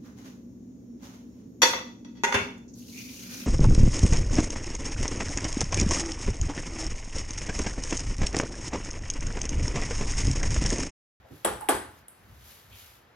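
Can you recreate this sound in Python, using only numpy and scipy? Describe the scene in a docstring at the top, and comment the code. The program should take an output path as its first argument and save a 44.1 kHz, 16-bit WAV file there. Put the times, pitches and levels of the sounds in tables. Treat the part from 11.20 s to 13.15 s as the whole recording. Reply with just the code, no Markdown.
"""In a small bare room a player's shoe scuffs, his foot lands and his clothes rustle.
A table tennis ball drops on the table, is tapped down with the bat and bounces again.
Each bounce rings the ball's shell and the table top, and the room answers.
The ball is caught with a soft tick. Then the player shifts his stance: clothes rustle,
the floor rumbles and a shoe scuffs once more."""
import sys
import numpy as np
from scipy import signal
from scipy.fft import rfft, irfft
from scipy.io import wavfile
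from scipy.ndimage import uniform_filter1d

SR = 44100
rng = np.random.default_rng(int(sys.argv[2]) if len(sys.argv) > 2 else 0)


def wav_record(signal):
    """Record a signal, one row per channel, as 16-bit PCM in the file named by sys.argv[1]."""
    frames = np.transpose(np.atleast_2d(signal))
    bounded = np.clip(frames, -1, 1)
    # unit amplitude maps onto the largest positive 16-bit level
    quanta = np.round(bounded * 32767).astype(np.int16)
    wavfile.write(sys.argv[1], SR, quanta)


N = 85995
TIME = np.arange(N) / SR
FREQS = np.maximum(np.arange(N // 2 + 1) * SR / N, 1)


def from_db(db):
    """Turn decibels into a gain to multiply by."""
    return 10 ** (np.asarray(db) / 20)


def read_curve(table, column=1):
    """Join a table's rows smoothly, giving a value for every frequency."""
    rows = np.array(table)
    return np.interp(np.log(FREQS), np.log(rows[:, 0]), rows[:, column])


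def colour(table):
    """A sound's balance of bass and treble, as gains with an average power of one."""
    gain = from_db(read_curve(table))
    return gain / np.sqrt(np.mean(gain ** 2))


def decay(start, t60, rise=0.0002):
    """A straight rise, then a fade. The fade time t60 is the seconds it takes to drop 60 dB."""
    age = np.maximum(TIME - start, 0)
    return np.minimum(age / rise, 1) * np.exp(-np.minimum(np.log(1000) * age / t60, 50))


def ring(start, hz, t60, rise=0.00034):
    """One fading tone of a struck object."""
    return np.sin(2 * np.pi * hz * (TIME - start)) * decay(start, t60, rise)


# The stereo image by frequency. Each row: frequency in Hz, how alike left and right are
# from 0 to 1, left's lead in radians, left minus right in dB.
STEREO_IMAGE = [(99.4, 0.98, 0, 0), (352, 0.67, 0, -0.5), (757, 0.35, 0.56, -.3), (1170, 0.16, 0.36, 0.5),
                (1700, 0.42, 0.2, 0.7), (2900, 0.5, 1.2, 1.8), (4300, 0.67, 1.33, 3), (6300, 0, -0.87, 1.5),
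                (7640, 0.91, -2.5, 3), (8960, 1, -3.5, -1.5), (9980, 0.85, -4, -1.7),
                (11100, 0.5, -4.5, 1.2), (12300, 1, -6, -1.5), (15000, .95, -7.5, 1)]
def diffuse(gain):
    """Shaped stereo noise, wide in the middle range, nearly mono in the bass and the top treble."""
    alike = np.clip(read_curve(STEREO_IMAGE), 0, 1)
    mid, side = rfft(rng.standard_normal((2, N)))
    shared = np.sqrt((1 + alike) / 2) * mid
    opposed = np.sqrt((1 - alike) / 2) * side * [[1], [-1]]
    return irfft(gain * (shared + opposed), N)


# The room's background hush. Each row: frequency in Hz, relative level in dB.
AIR_COLOUR = [(71, -61), (120, -2), (278, -3), (334, -2.5), (410, -2), (1580, -3.5), (7980, -26.5),
              (8660, -40), (9590, -26.5), (16000, -37)]
def room_air():
    """The air in the room makes a faint, steady noise."""
    return from_db(-60) * diffuse(colour(AIR_COLOUR))


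# The room's echo. Each row: frequency in Hz, fade time in seconds, build-up in seconds.
ROOM_BANDS = [(200, 0.45, 0.016), (450, .37, 0.0028), (1000, 0.47, 0.00079), (2500, 0.44, 0.0005),
              (6000, 0.42, 0.00054)]
def room_tail(start, gain):
    """Many reflections blur together; each frequency range builds up and dies at its own rate."""
    spectrum = rfft(diffuse(gain))
    centres = np.log([row[0] for row in ROOM_BANDS])
    tail = 0
    for one_band, (_, t60, rise) in zip(np.eye(len(centres)), ROOM_BANDS):
        band_gain = np.interp(np.log(FREQS), centres, one_band)
        tail += irfft(spectrum * band_gain, N) * decay(start, t60, rise)
    return tail


# How loud the floor is. Each row: time in seconds, level in dB.
RUMBLE_LEVELS = [(0, -55), (0.08, -62.5), (0.15, -57), (0.216, -72), (0.28, -46), (0.35, -45), (0.45, -64),
                 (0.51, -58.5), (0.545, -42.5), (0.64, -56), (0.81, -59), (0.87, -65), (0.965, -71),
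                 (1.0, -54.5), (1.125, -50), (1.19, -52.5), (1.39, -64.5), (1.54, -55), (1.69, -63),
                 (1.95, -68)]
# The floor's deep tone. Each row: frequency in Hz, relative level in dB.
FLOOR_COLOUR = [(20, -41.5), (35, -26.5), (55, -1), (80, 0), (110, -2), (150, -14), (250, -18), (600, -47)]
def floor_rumble():
    """The floor gives a low rumble that swells and sinks."""
    level_db = np.interp(TIME, *np.transpose(RUMBLE_LEVELS))
    return diffuse(colour(FLOOR_COLOUR)) * from_db(level_db)


# Shoes landing, and shoes scraping. Each row: start, rise time and fade time in seconds,
# centre frequency in Hz, level in dB.
FOOTFALLS = [(0.105, 0.011, 0.23, 313, -43.5), (0.11, 0.014, 0.29, 114, -41.5),
             (0.991, 0.011, .25, 98, -57), (1.055, .05, 0.27, 103, -49), (1.443, 0.0016, 0.095, 94, -51)]
SHOE_SCUFFS = [(0.039, 0.016, 0.51, 628, -54), (1.504, 0.024, 0.71, 2800, -53.5)]
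def feet(half_width_octaves=0.42):
    """Shoes on the floor make bursts of noise: low for a footfall, higher for a scuff."""
    sound = 0
    for start, rise, t60, hz, db in FOOTFALLS + SHOE_SCUFFS:
        band = 1 / (1 + (np.log2(FREQS / hz) / half_width_octaves) ** 4)
        band /= np.sqrt(np.mean(band ** 2))
        sound += from_db(db) * diffuse(band) * decay(start, t60, rise)
    return sound


# How loud the clothes are. Each row: time in seconds, level in dB.
RUSTLE_LEVELS = [(0, -104), (0.07, -72.5), (0.15, -59), (0.23, -61), (0.6, -73), (0.79, -61.5), (0.86, -80),
                 (0.98, -69.5), (1.06, -67), (1.15, -63), (1.22, -58.5), (1.295, -51), (1.39, -56),
                 (1.48, -62), (1.6, -50), (1.68, -54.5), (1.77, -60.5), (1.87, -76.5), (1.95, -80.5)]
# The hiss of fabric. Each row: frequency in Hz, relative level in dB.
FABRIC_COLOUR = [(300, -12.5), (1000, -5.5), (2000, -2), (3200, 0), (4500, -2), (6000, -3), (8500, -4),
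                 (11500, -0.5), (14000, -5), (15800, -12.5)]
def clothes():
    """Sliding fabric hisses with a fine, uneven grain of about 1 dB."""
    grain = uniform_filter1d(rng.standard_normal(N), size=180)
    level_db = np.interp(TIME, *np.transpose(RUSTLE_LEVELS)) + grain / grain.std()
    return diffuse(colour(FABRIC_COLOUR)) * from_db(level_db)


# The ball's tick, and the echo of the bat's blade. Each row: frequency in Hz, relative level in dB.
TICK_COLOUR = [(1500, -19), (3200, -11.5), (4200, -21.5), (6800, -22), (8100, 8), (8900, -6), (9900, 7.5),
               (11000, -1.5), (13000, -9.5), (15500, -23)]
BLADE_COLOUR = [(300, -16.5), (650, -21.5), (760, -13.5), (850, 8.5), (960, -11.5), (1600, -15.5),
                (3000, -31.5), (6000, -42.5)]
# The ball meets the bat twice, then the hand. Each row: start in seconds, tick and blade gains in dB.
BALL_TOUCHES = [(0.4065, -40, -68), (0.4102, -36, -38.5), (0.8828, -38.5, -87)]
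SHELL_ECHO_T60_S = 0.38
def touch(start, tick_db, blade_db):
    """A soft contact: the ball's shell ticks thinly, and the bat's blade hums if it is hit."""
    tick_echo = from_db(-12.5) * decay(start, SHELL_ECHO_T60_S)
    tick_fade = np.hypot(decay(start, t60=0.021), tick_echo)  # hypot adds their powers
    tick = diffuse(colour(TICK_COLOUR)) * tick_fade
    hum = ring(start, hz=846, t60=0.66)
    hum_echo = from_db(1.5) * room_tail(start, colour(BLADE_COLOUR))
    return from_db(tick_db) * tick + from_db(blade_db) * (hum + hum_echo)


# The table top's own tones. Each row: frequency in Hz, fade time in seconds,
# level in dB in the first bounce and in the second.
TABLE_TONES = [(207.3, 0.13, -33.5, -45), (338.7, 0.23, -29, -27.5), (376, 0.26, -32.5, -31),
               (422.3, 0.4, -37, -31.5), (536.5, 0.38, -39, -33), (562, 0.1, -26.5, -44),
               (664.4, 0.21, -34, -27.5), (763, 0.076, -44, -19.5), (851, 0.35, -32.5, -32),
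               (947.5, 0.23, -34, -31.5), (1037, 0.11, -56, -42), (1160, 0.16, -37, -26),
               (1483, 0.34, -50, -34), (1642, 0.32, -45, -40), (1924, 0.22, -39.5, -58),
               (2632, 0.34, -46, -46.5)]
# The board's knock, one list per bounce. Each row: frequency in Hz, relative level in dB.
KNOCK_COLOURS = [
    [(100, -51), (170, -11), (263, -10.5), (327, -3.5), (432, -4), (505, 0), (554, -6), (844, -4),
     (912, -9.5), (1150, -5.5), (2390, -18.5), (3270, -18), (5460, -27), (7000, -26), (9100, -55),
     (15400, -120)],
    [(100, -44), (170, -15.5), (332, 0.5), (581, -9.5), (844, -4), (912, -7), (1020, -6.5), (1350, -11),
     (1480, -8), (2510, -18.5), (3270, -19.5), (5210, -24.5), (5630, -31.5), (7000, -23), (9100, -57),
     (15400, -120)],
]
def table_top(start, bounce, knock_db, crack_db, bend_db, build_cycles):
    """A bending wave arrives first, the contact cracks, then the board rings and knocks in the room."""
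    bend = from_db(bend_db) * ring(start - 0.001194, hz=2306, t60=0.0067)
    crack = from_db(crack_db) * ring(start, hz=3130, t60=0.0016)
    tones = 0
    for k, (hz, t60, *levels_db) in enumerate(TABLE_TONES):
        lag_s = rng.uniform(0, 0.001358)
        tone = ring(start + lag_s, hz, t60, rise=build_cycles / hz)
        tones += (-1) ** k * from_db(levels_db[bounce]) * tone  # every other tone is flipped
    knock = from_db(knock_db) * room_tail(start, colour(KNOCK_COLOURS[bounce]))
    return bend + crack + tones + knock


# The shell's snap. Each row: frequency in Hz, relative level in dB.
SNAP_COLOUR = [(1000, -55), (3000, -10.5), (5500, 5), (8000, -12), (10000, 15), (13000, -3), (16000, -4)]
# The shell's own tones. Each row: frequency in Hz, width of its echo in Hz,
# relative level in dB in the first bounce and in the second.
SHELL_TONES = [(3270, 240, -9.5, -8), (7940, 234, 4, -4), (8060, 160, -23, 9.5), (9390, 990, -2.5, -37),
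               (9400, 380, -14, 4), (10040, 190, -16, 1), (10770, 600, -4, -26), (10650, 1300, -24, -9.5),
               (11120, 510, -8, -9), (13000, 650, -16, -12), (13840, 350, -25, -27), (14400, 700, -25, -39)]
def ball_shell(start, bounce):
    """The shell snaps and rings on faintly; its tones come back from the table, then the walls."""
    snap_fade = decay(start + 0.00036, t60=0.0029, rise=0.0001)
    snap = from_db(-21.5) * diffuse(colour(SNAP_COLOUR)) * snap_fade
    tones = echo_power = 0
    for hz, width_hz, *levels_db in SHELL_TONES:
        gain = from_db(levels_db[bounce])
        click = from_db(-27.5) * ring(start, hz, t60=0.0019)
        faint_ring = from_db(-38) * ring(start, hz, t60=0.33)
        tones += gain * (click + faint_ring)
        echo_power += (gain / (1 + 2 * ((FREQS - hz) / width_hz) ** 2)) ** 2
    off_table = from_db(-8) * decay(start - 0.001, t60=0.079, rise=0.0025)
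    off_walls = from_db(-19) * decay(start, SHELL_ECHO_T60_S)
    echo = diffuse(np.sqrt(echo_power)) * np.hypot(off_table, off_walls)
    return snap + tones + echo


# The ball hits the table. Each row: start in seconds, gains in dB for the shell, knock, crack
# and bending wave, then the number of cycles the table's tones take to build up.
BALL_BOUNCES = [(0.2476, -0.5, -25, -8.5, -24.5, 1.1), (0.4882, 1, -22, -6.5, -13, 0.91)]
def bounces():
    """Each bounce shakes the ball's shell and the table top together."""
    sound = 0
    for bounce, (start, shell_db, *table_settings) in enumerate(BALL_BOUNCES):
        sound += from_db(shell_db) * ball_shell(start, bounce)
        sound += table_top(start, bounce, *table_settings)
    return sound


def scene():
    """The ball, the player's movements and the room's quiet air, added together."""
    ball = bounces() + sum(touch(*row) for row in BALL_TOUCHES)
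    return ball + clothes() + floor_rumble() + feet() + room_air()


def record(dry, cutoff_hz=16000):
    """Left and right get slightly different timing and level; the highest treble is cut."""
    lead, balance_db = read_curve(STEREO_IMAGE, column=2), read_curve(STEREO_IMAGE, column=3)
    balance = from_db(balance_db * [[0.5], [-0.5]])
    left_shift = np.exp(1j * lead * [[1], [0]])
    stereo = irfft(rfft(dry) * balance * left_shift, N)
    low_pass = signal.ellip(10, 0.2, 80, cutoff_hz, fs=SR, output="sos")
    return signal.sosfilt(low_pass, stereo)


dry = scene()
out = record(dry)
wav_record(out)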